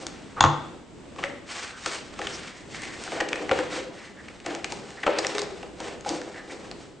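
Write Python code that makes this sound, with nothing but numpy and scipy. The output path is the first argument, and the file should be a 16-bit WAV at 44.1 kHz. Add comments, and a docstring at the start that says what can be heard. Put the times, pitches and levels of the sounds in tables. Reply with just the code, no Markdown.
"""Loading a label printer

At a desk in a small, live room, heard from a camera's two close microphones. A label roll drops into
the printer's plastic mount, which clacks and thumps the desk. Hands pull the paper strip out and feed
it under a bar: fingers and guides click on the hollow case, and the sliding paper rustles.
The room rings behind it all, over ventilation noise."""
import sys
import numpy as np
from scipy import signal
from scipy.fft import rfft, irfft, next_fast_len
from scipy.io import wavfile
from scipy.ndimage import uniform_filter1d

SR = 44100
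rng = np.random.default_rng(int(sys.argv[2]) if len(sys.argv) > 2 else 0)


def transcribe(signal):
    """Save signal, clipped to [-1, 1], as a 16-bit WAV file at the path in sys.argv[1]."""
    frames = np.atleast_2d(signal).T
    limited = np.clip(frames, -1, 1)
    pcm = np.round(limited * 32767).astype(np.int16)
    wavfile.write(sys.argv[1], SR, pcm)


N = 308700
TIME = np.arange(N) / SR
BLOW_SAMPLES = SR / 100  # levels of single sounds refer to 10 ms

# The roll lands, rebounds and settles, close to the microphones.
# Each row: start in seconds, level in dB, treble offset in dB, desk thump level in dB.
ROLL_BLOWS = [(.4070, -17.5, -2, -26), (0.4082, -13.5, -5.5, -47.5), (0.428, -27, -2.5, -55.5),
              (0.4395, -10, -17, -18.5), (0.4487, -26, -4.5, -32.5), (0.4609, -19.5, -19.5, -31)]
# The plastic mount. Each row: mode frequency in Hz, relative level in dB, time to fall 60 dB in seconds.
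MOUNT_MODES = [(828, -2, 0.019), (1070, 4, 0.0092), (1076, -4.5, 0.14), (1183, -15, .1), (1346, -2, 0.0037),
               (2500, -22, 0.0037), (3530, -3, 0.0052), (3240, -18, 0.028), (5400, -11, 0.00081),
               (6600, -3, 0.0052)]
# The desk under the printer. Each row: mode frequency in Hz, relative level in dB, t60 in seconds.
DESK_MODES = [(60, -9, .12), (83.4, -6, 0.11), (109, 0, 0.19), (148, -2, 0.53), (267, -4, 0.071),
              (330, -3.5, 0.21)]
# The midrange crack of a contact, heard close. Each row: frequency in Hz, relative level in dB.
CRACK_SPECTRUM = [(300, -10), (900, -2), (1500, 6.5), (2900, 5.5), (4200, -11), (9000, -39.5)]
# The bright snap at the mount. Each row: frequency in Hz, relative level in dB.
SNAP_SPECTRUM = [(1500, -13), (3000, -10), (3700, 6.5), (4900, -7), (6800, -3.5), (7800, -7.5), (9500, -41),
                 (11000, -47)]


def roll_drop(case, treble_hz=2000, pan_db=2):
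    """The roll clacks into its mount; hard blows wake the high modes, heavy ones thump the desk."""
    out, desk = np.zeros((2, N)), body(DESK_MODES)
    low = body(MOUNT_MODES, below_hz=treble_hz)
    high = body(MOUNT_MODES, from_hz=treble_hz)
    for s, db, treble_db, thump_db in ROLL_BLOWS:
        add(out, s, low, db, pan_db)
        add(out, s - .0004, high, db + treble_db - 3, pan_db=-1)
        add(out, s - .001, colour(contact(.0053), CRACK_SPECTRUM)[0], db + treble_db / 2 - 7)
        add(out, s - .001, colour(contact(.003), SNAP_SPECTRUM)[0], db + treble_db - 6)
        add(out, s, case, db - 13, pan_db)
        add(out, s, desk, thump_db, pan_db=-.8)
    return out


# The hollow case on the desk. Each row: mode frequency in Hz, relative level in dB, t60 in seconds.
CASE_MODES = [(323.4, -4.5, 0.38), (352, -10.5, 0.14), (396.9, -1.5, 0.51), (439, -5, 0.056),
              (480.6, -5.5, 0.26), (508, -0.5, 0.13), (570, -1, 0.017), (617.3, -2.5, 0.14),
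              (681, -3.5, 0.041), (817, -2, 0.036), (1002, -7.5, 0.046), (1266, -10, 0.098),
              (1475, -12.5, 0.038)]
# How much of a push gets into the case. Each row: frequency in Hz, relative gain in dB.
CASE_UPTAKE = [(60, -25), (200, -5), (320, 2.5), (9000, 0.5)]


def hollow_case():
    """The case rings in many modes but answers little to the slowest part of a push."""
    return unit(colour(body(CASE_MODES), CASE_UPTAKE)[0])


# Fingers, guides and paper edges strike the case, just left of centre. Each row: start in seconds,
# contact length in seconds, ring in Hz, then relative levels in dB of ring and crack, tick, case knock.
CASE_CONTACTS = [(0.067, 0.0019, 4280, -38.5, -29, -57), (1.161, .0022, 1160, -47.5, -53, -55),
                 (1.182, 0.018, 1104, -36, -46.5, -35), (1.229, 0.0052, 1310, -37, -57.5, -55.5),
                 (1.2378, .003, 2040, -29.5, -39, -45), (1.8595, 0.0046, 1400, -30, -27.5, -30),
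                 (2.19, 0.0044, 1250, -37, -41.5, -30), (2.216, .002, 1830, -37.5, -43.5, -33.5),
                 (2.269, 0.0041, 2980, -34, -35, -58), (2.745, 0.0053, 2100, -41.5, -48, -55.5),
                 (2.819, .003, 7850, -46, -43, -55), (2.831, .0089, 2420, -41.5, -39.5, -56),
                 (3.038, 0.0016, 7840, -46, -42, -52), (3.077, 0.0021, 1580, -41, -62, -38),
                 (3.12, 0.0019, 2340, -45.5, -60, -28.5), (3.201, .009, 1990, -30.5, -32, -36.5),
                 (3.2074, .004, 1880, -28.5, -35.5, -24), (3.285, 0.007, 2380, -42.5, -34, -70),
                 (3.3298, 0.0026, 2410, -29, -36.5, -45), (3.3575, 0.0014, 1900, -40, -39, -42),
                 (3.4927, 0.0026, 2020, -33, -44, -30), (3.511, 0.007, 1413, -24, -37, -18.5),
                 (3.5187, 0.0036, 920, -28.5, -43.5, -33.5), (3.5897, 0.0012, 1670, -33, -38.5, -25),
                 (4.282, 0.007, 2250, -46.5, -50, -53), (4.401, .0025, 2900, -54, -52, -58),
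                 (4.46, .0066, 2080, -39.5, -34, -29), (4.5492, .003, 2440, -45, -35, -35),
                 (4.643, 0.0044, 2340, -34.5, -30.5, -35), (4.7213, .003, 900, -37.5, -32.5, -35.5),
                 (4.905, 0.0019, 1970, -55, -45, -47.5), (5.03, 0.012, 1930, -31.5, -42.5, -32.5),
                 (5.0625, 0.011, 1346, -23.5, -36.5, -21.5), (5.076, 0.0048, 916, -28.5, -50, -18),
                 (5.185, 0.007, 4960, -29, -25, -24.5), (5.2472, .0028, 2020, -32, -37.5, -29),
                 (5.268, .002, 5700, -31, -28, -49), (5.349, 0.0045, 2420, -45.5, -35, -35.5),
                 (5.3826, 0.0012, 3700, -30, -31, -37), (5.388, 0.0094, 3940, -36.5, -31.5, -47),
                 (5.4182, 0.00072, 5200, -36, -33, -30), (5.628, .0049, 2740, -47, -53.5, -33.5),
                 (5.8016, 0.0039, 930, -43, -38.5, -31.5), (6.009, .0011, 6930, -52, -51, -57),
                 (6.049, 0.0013, 1430, -45, -50, -42), (6.06, .008, 990, -50, -47, -29),
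                 (6.0917, 0.00082, 4600, -38.5, -28, -55), (6.2143, 0.0046, 1740, -43.5, -43, -42),
                 (6.7143, 0.00065, 4160, -44, -41, -44.5)]
# A small, sharp tick near the microphones. Each row: frequency in Hz, relative level in dB.
TICK_SPECTRUM = [(1500, -11), (3000, -6), (3900, -1), (6500, -1.5), (8000, -4.5), (9500, -16.5),
                 (11000, -33)]


def clicks(case, ring_cycles=17, lead_s=.0004, pan_db=1.6):
    """Each contact cracks, rings a small plastic part for a few cycles and knocks on the case."""
    rings, cracks, ticks, knocks = np.zeros((4, 2, N))
    for s, length, hz, db, tick_db, knock_db in CASE_CONTACTS:
        touch = contact(length)
        part = ring(hz, ring_cycles / hz, size=512)
        add(rings, s - lead_s, unit(np.convolve(touch, part)), db + 1, pan_db)
        add(cracks, s - lead_s, touch, db - 3, pan_db)
        add(ticks, s - lead_s, contact(length), tick_db - 3, pan_db / 2)
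        add(knocks, s, unit(through(touch, case)[0]), knock_db - 1, pan_db)
    return rings + colour(cracks, CRACK_SPECTRUM) + colour(ticks, TICK_SPECTRUM) + knocks


# The hollow ring of the heavier knocks, a little toward the left microphone.
# Each row: start in seconds, pitch in Hz, relative level in dB.
CASE_THUDS = [(1.2417, 557, -31), (3.209, 519, -30), (3.404, 394, -37), (3.5155, 534, -22.5),
              (3.777, 520, -31), (4.464, 352, -33.5), (5.0655, 593, -24), (5.0752, 530, -23),
              (5.348, 408, -26.5), (5.52, 393, -35), (6.061, 823, -33.5), (6.105, 336, -30.5)]


def thuds(ring_cycles=60):
    """The heavier knocks also ring the case with one hollow note; lower notes last longer."""
    out = np.zeros((2, N))
    for s, hz, db in CASE_THUDS:
        add(out, s, ring(hz, ring_cycles / hz), db, pan_db=2.5)
    return colour(out, CASE_UPTAKE)


# Hands slide the paper through the printer. 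Each row: middle of the swell in seconds, time from there
# to the fade in seconds, then relative levels in dB of rustle, edge hiss, drag on the case.
HAND_STROKES = [(0, 0.01, -45.5, -45.5, -40), (.06, 0.42, -55, -61, -65), (1.196, 0.047, -42.5, -48, -39.5),
                (1.488, 0.077, -39, -41.5, -52), (1.563, .09, -40, -42, -54), (1.765, 0.13, -49, -49, -63),
                (1.85, 0.11, -39, -39.5, -46), (2.09, 0.13, -49, -54.5, -59), (2.2, 0.091, -41, -46, -51),
                (2.298, 0.077, -42, -44, -54), (2.433, 0.016, -39.5, -45, -59), (2.536, .05, -60, -52, -62),
                (2.709, 0.24, -46.5, -46.5, -50), (2.981, 0.16, -42.5, -44, -44),
                (3.13, 0.098, -39.5, -48.5, -32.5), (3.307, 0.13, -44, -50, -36),
                (3.495, .13, -38, -46.5, -35), (3.71, 0.058, -36, -40.5, -36.5),
                (3.84, 0.072, -59, -65, -44.5), (3.94, 0.13, -49.5, -53.5, -58),
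                (4.164, 0.5, -55, -59.5, -56.5), (4.463, 0.068, -40, -48, -35),
                (4.69, 0.072, -49, -47, -40.5), (4.824, 0.29, -50.5, -54, -48.5),
                (5.079, 0.079, -35, -52.5, -36), (5.184, 0.23, -39.5, -44.5, -37.5),
                (5.484, 0.14, -51, -54.5, -47.5), (5.797, 0.084, -40.5, -45.5, -37),
                (6.076, 0.034, -38.5, -37.5, -29), (6.206, 0.24, -52.5, -55.5, -45.5),
                (6.499, 0.025, -45, -45.5, -37), (6.612, .06, -51.5, -56.5, -45.5),
                (6.791, 0.038, -53.5, -53.5, -53)]


def stroke_levels(attack_s=.1, sag_db_per_s=7.5, release_s=.057):
    """Rustle, hiss and drag over time: each stroke gathers speed, slackens slightly and dies away."""
    power = np.zeros((3, N))
    for s, length, *levels_db in HAND_STROKES:
        i = max(int((s - attack_s / 2) * SR), 0)
        t = TIME[i:i + SR] - s
        attack = np.sin(np.pi / 2 * np.clip(t / attack_s + .5, 0, 1)) ** 2
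        release = np.exp(-np.maximum(t - length, 0) / release_s)
        envelope = attack * undb(-sag_db_per_s * t) * release
        power[:, i:i + len(t)] += np.outer(undb(levels_db), envelope) ** 2
    return np.sqrt(power)


# The face of the strip, heard close. Each row: frequency in Hz, relative level in dB.
RUSTLE_SPECTRUM = [(200, -22), (600, -4.5), (1000, 1.5), (1500, 2.5), (2100, 2), (3000, -2), (4500, -10.5),
                   (9000, -37.5)]
# Its edge, equal in both microphones. Each row: frequency in Hz, relative level in dB.
EDGE_SPECTRUM = [(1200, -22), (2800, -1.5), (4000, 0.5), (5500, 0.5), (7000, -1.5), (8500, -3.5),
                 (10000, -20), (11000, -36.5)]
# The low rub of hands at the printer. Each row: frequency in Hz, relative level in dB.
RUB_SPECTRUM = [(40, -47.5), (90, -17), (190, -7), (330, 2.5), (520, 1.5), (750, -7.5), (1000, -6.5),
                (2000, -41)]


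def sliding_paper(case, jerk_db=3):
    """The strip slides in small jerks: it rustles, its edge hisses, and the drag rumbles in the case."""
    rustle, hiss, drag = stroke_levels() * undb(jerk_db * np.tanh(wander(70)))
    paper = colour(rustle * fibres(per_s=1200, spread_db=5.5, smooth_db=4.5), RUSTLE_SPECTRUM)
    edge = colour(hiss * fibres(per_s=2200, spread_db=2.5, smooth_db=.5), EDGE_SPECTRUM)
    rumble = undb(-4) * through(drag * fibres(per_s=300, spread_db=3, smooth_db=-6.5), case)
    hands = undb(-4) * colour(drag * rng.standard_normal(N), RUB_SPECTRUM)
    return (paper + rumble + hands) * pan(.4) + edge + crinkles(hiss)


def fibres(per_s, spread_db, smooth_db, count=30000):
    """Paper fibres catch and slip: tiny clicks of uneven size over smooth friction noise."""
    when, size, chance, sign = rng.random((count, 4)).T
    strength = undb(spread_db * np.minimum(-np.log(1 - size), 4)) * np.sign(sign - .5)
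    slipping = chance < per_s * N / SR / count
    slips = np.bincount((when * N).astype(int), strength * slipping, N)
    friction = slips / slips.std() + undb(smooth_db) * rng.standard_normal(N)
    return friction / friction.std()


def crinkles(hiss, spread_db=3, count=28):
    """The moving strip buckles now and then with a faint tick, louder when it slides faster."""
    out = np.zeros((2, N))
    for when, size in rng.random((count, 2)):
        i = int(when * N)
        hiss_db = 20 * np.log10(hiss[i] + 1e-9)
        add(out, TIME[i], contact(.0016), hiss_db - 3 + spread_db * (2 * size - 1))
    return colour(out, TICK_SPECTRUM)


# Skin and paper edges scrape, half-pitched, midway between the microphones.
# Each row: start in seconds, length in seconds, resonance in Hz, relative level in dB.
STRIP_SCRAPES = [(0.363, 0.042, 1160, -33.5), (1.679, 0.12, 1540, -49), (2.322, 0.052, 5600, -41),
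                 (2.507, 0.14, 2030, -52.5), (2.717, .26, 2010, -44.5), (3.952, 0.17, 1980, -50),
                 (4.162, 0.062, 1730, -48.5), (4.966, 0.041, 1830, -44.5), (6.336, 0.089, 1790, -44),
                 (6.495, 0.025, 1970, -42)]


def scrapes(ring_cycles=13):
    """Short stick-slip strokes excite one resonance of the stretched strip."""
    out, t = np.zeros((2, N)), TIME[:SR // 2]
    for s, length, hz, db in STRIP_SCRAPES:
        arch = np.sin(np.pi * np.minimum(t / length, 1))
        friction = np.sqrt(np.maximum(arch, 0)) * rng.standard_normal(len(t))
        scrape = through(friction, ring(hz, ring_cycles / hz, size=1024))[0]
        length_db = 10 * np.log10(length * SR / BLOW_SAMPLES)  # longer strokes carry more energy
        add(out, s, unit(scrape), db - 1 + length_db)
    return out


# The small room around the desk. Each row: frequency in Hz, reverberation time in seconds.
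ROOM_DECAY = [(100, 0.3), (400, 0.83), (1000, 0.48), (3000, 0.76), (8000, 0.29)]
# Its tail, heard from beside the printer. Each row: frequency in Hz, gain against the direct sound in dB.
TAIL_LEVEL = [(100, -4.5), (400, -2.5), (1000, -5.5), (3000, -7), (8000, -9)]
# The tail's width across the microphones. Each row: frequency in Hz, side minus mid in dB.
TAIL_WIDTH = [(100, -8), (500, -8.5), (1500, -7), (4000, -5.5), (8000, -22.5)]


def room(direct, first_echo_s=.0013, build_s=.00058):
    """Direct sound and a dense tail from the walls, shortest in the deep bass and the top treble."""
    t = TIME[:SR]
    mid, side = rfft(rng.standard_normal((2, SR)))
    hz = np.maximum(np.arange(SR // 2 + 1), 64)
    spectrum = stereo(mid, side, along(TAIL_WIDTH, hz))
    onset = 1 - np.exp(-np.maximum(t - first_echo_s, 0) / build_s)
    tail = np.zeros((2, SR))
    for octave in range(6, 15):  # 64 Hz to 16 kHz
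        band = irfft(spectrum * np.maximum(1 - abs(np.log2(hz) - octave), 0), SR)
        fade = unit(onset * np.exp(-np.log(1000) * t / along(ROOM_DECAY, 2 ** octave)))
        tail += undb(along(TAIL_LEVEL, 2 ** octave)) * band * fade
    return direct + through(direct, tail)


# Ventilation filling the room, heard at the desk. Each row: frequency in Hz, relative level in dB.
VENT_SPECTRUM = [(20, -17.5), (55, -2), (100, -4.5), (200, 0), (330, 0.5), (500, -5), (800, -12),
                 (1500, -17.5), (3000, -21), (6000, -28), (8000, -25), (10000, -40.5)]


def ventilation(air_db=-46, waver_db=3.5, draught_db=-68):
    """Diffuse air noise wavers slightly; a faint draught rumbles on each microphone alone."""
    mid, side = rng.standard_normal((2, N))
    air = colour(stereo(mid, side, width_db=-6.5), VENT_SPECTRUM)
    draught_spectrum = [(25, -5), (55, -4), (120, -16.5), (500, -56)]
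    draught = colour(rng.standard_normal((2, N)), draught_spectrum, size=8192)
    level = undb(air_db + waver_db * np.tanh(wander(4.1)))
    return level * air / air.std() + undb(draught_db) * draught


def contact(length_s, size=1024):
    """A brief chatter of micro-impacts with an even spectrum."""
    t = TIME[:size] / length_s
    envelope = t * np.exp(-2.05 * t)
    burst = rng.standard_normal(size) * envelope
    for _ in range(2):  # flatten the spectrum, then restore the envelope
        burst = irfft(np.exp(1j * np.angle(rfft(burst)))) * envelope
    return unit(burst)


def ring(hz, t60, size=16384):
    """One struck mode of unit energy."""
    t = TIME[:size]
    return unit(np.sin(2 * np.pi * hz * t) * np.exp(-np.log(1000) * t / t60))


def body(modes, from_hz=0, below_hz=np.inf):
    """A struck object's modes within a range; neighbours swing in opposite senses."""
    return unit(sum((-1) ** k * undb(db) * ring(hz, t60)
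                    for k, (hz, db, t60) in enumerate(modes) if from_hz <= hz < below_hz))


def wander(rate_hz):
    """Random drift with a spread of 1."""
    step = int(SR / rate_hz)
    held = np.repeat(rng.standard_normal(N // step + 1), step)[:N]
    drift = uniform_filter1d(held, step)
    return drift / drift.std()


def colour(x, points, size=2048):
    """Minimum-phase filter through (Hz, dB) points; white noise keeps its power."""
    gain = undb(along(points, np.arange(size // 2 + 1) * SR / size))
    cepstrum = irfft(np.log(gain / np.sqrt(np.mean(gain ** 2))))
    cepstrum[1:size // 2] *= 2
    cepstrum[size // 2 + 1:] = 0
    return through(x, irfft(np.exp(rfft(cepstrum))))


def through(x, response):
    """Convolve every channel with a response."""
    x, response = (np.atleast_2d(v).astype(np.float32) for v in (x, response))
    size = next_fast_len(x.shape[1] + response.shape[1], True)
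    return irfft(rfft(x, size) * rfft(response, size), size)[:, :N]


def add(track, s, sound, db, pan_db=0):
    """Place a unit-energy sound at s seconds; db is its rms as if it lasted 10 ms."""
    i = max(int(s * SR), 0)
    sound = sound[:N - i] * np.sqrt(BLOW_SAMPLES)
    track[:, i:i + len(sound)] += undb(db) * pan(pan_db) * sound


def pan(db):
    """Gains at the two microphones; db is left minus right."""
    return undb([[db / 2], [-db / 2]])


def stereo(mid, side, width_db):
    """Left and right from a shared part and a weaker difference."""
    return mid + undb(width_db) * side * np.array([[1], [-1]])


def along(points, hz):
    """Read (Hz, value) points on a log-frequency axis."""
    f, value = np.transpose(points)
    return np.interp(np.log(hz + 1), np.log(f), value)


def unit(x):
    """Scale to unit energy."""
    return x / np.sqrt(np.sum(x ** 2) + 1e-18)


def undb(db):
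    """Decibels to amplitude."""
    return 10 ** (np.asarray(db) / 20)


def scene():
    """Everything on the printer sounds in the room, over the ventilation."""
    case = hollow_case()
    printer = roll_drop(case) + clicks(case) + thuds() + scrapes() + sliding_paper(case)
    return room(printer) + ventilation()


def record(dry, roll_off_hz=9400, ceiling=.96, top_hz=10500):
    """The camera dulls the highest treble, rounds the loudest peaks and cuts the top."""
    dulled = signal.sosfilt(signal.butter(8, roll_off_hz, fs=SR, output="sos"), dry)
    rounded = dulled / (1 + (dulled / ceiling) ** 6) ** (1 / 6)
    return signal.sosfiltfilt(signal.ellip(8, .05, 55, top_hz, fs=SR, output="sos"), rounded)


dry = scene()
out = record(dry)
transcribe(out)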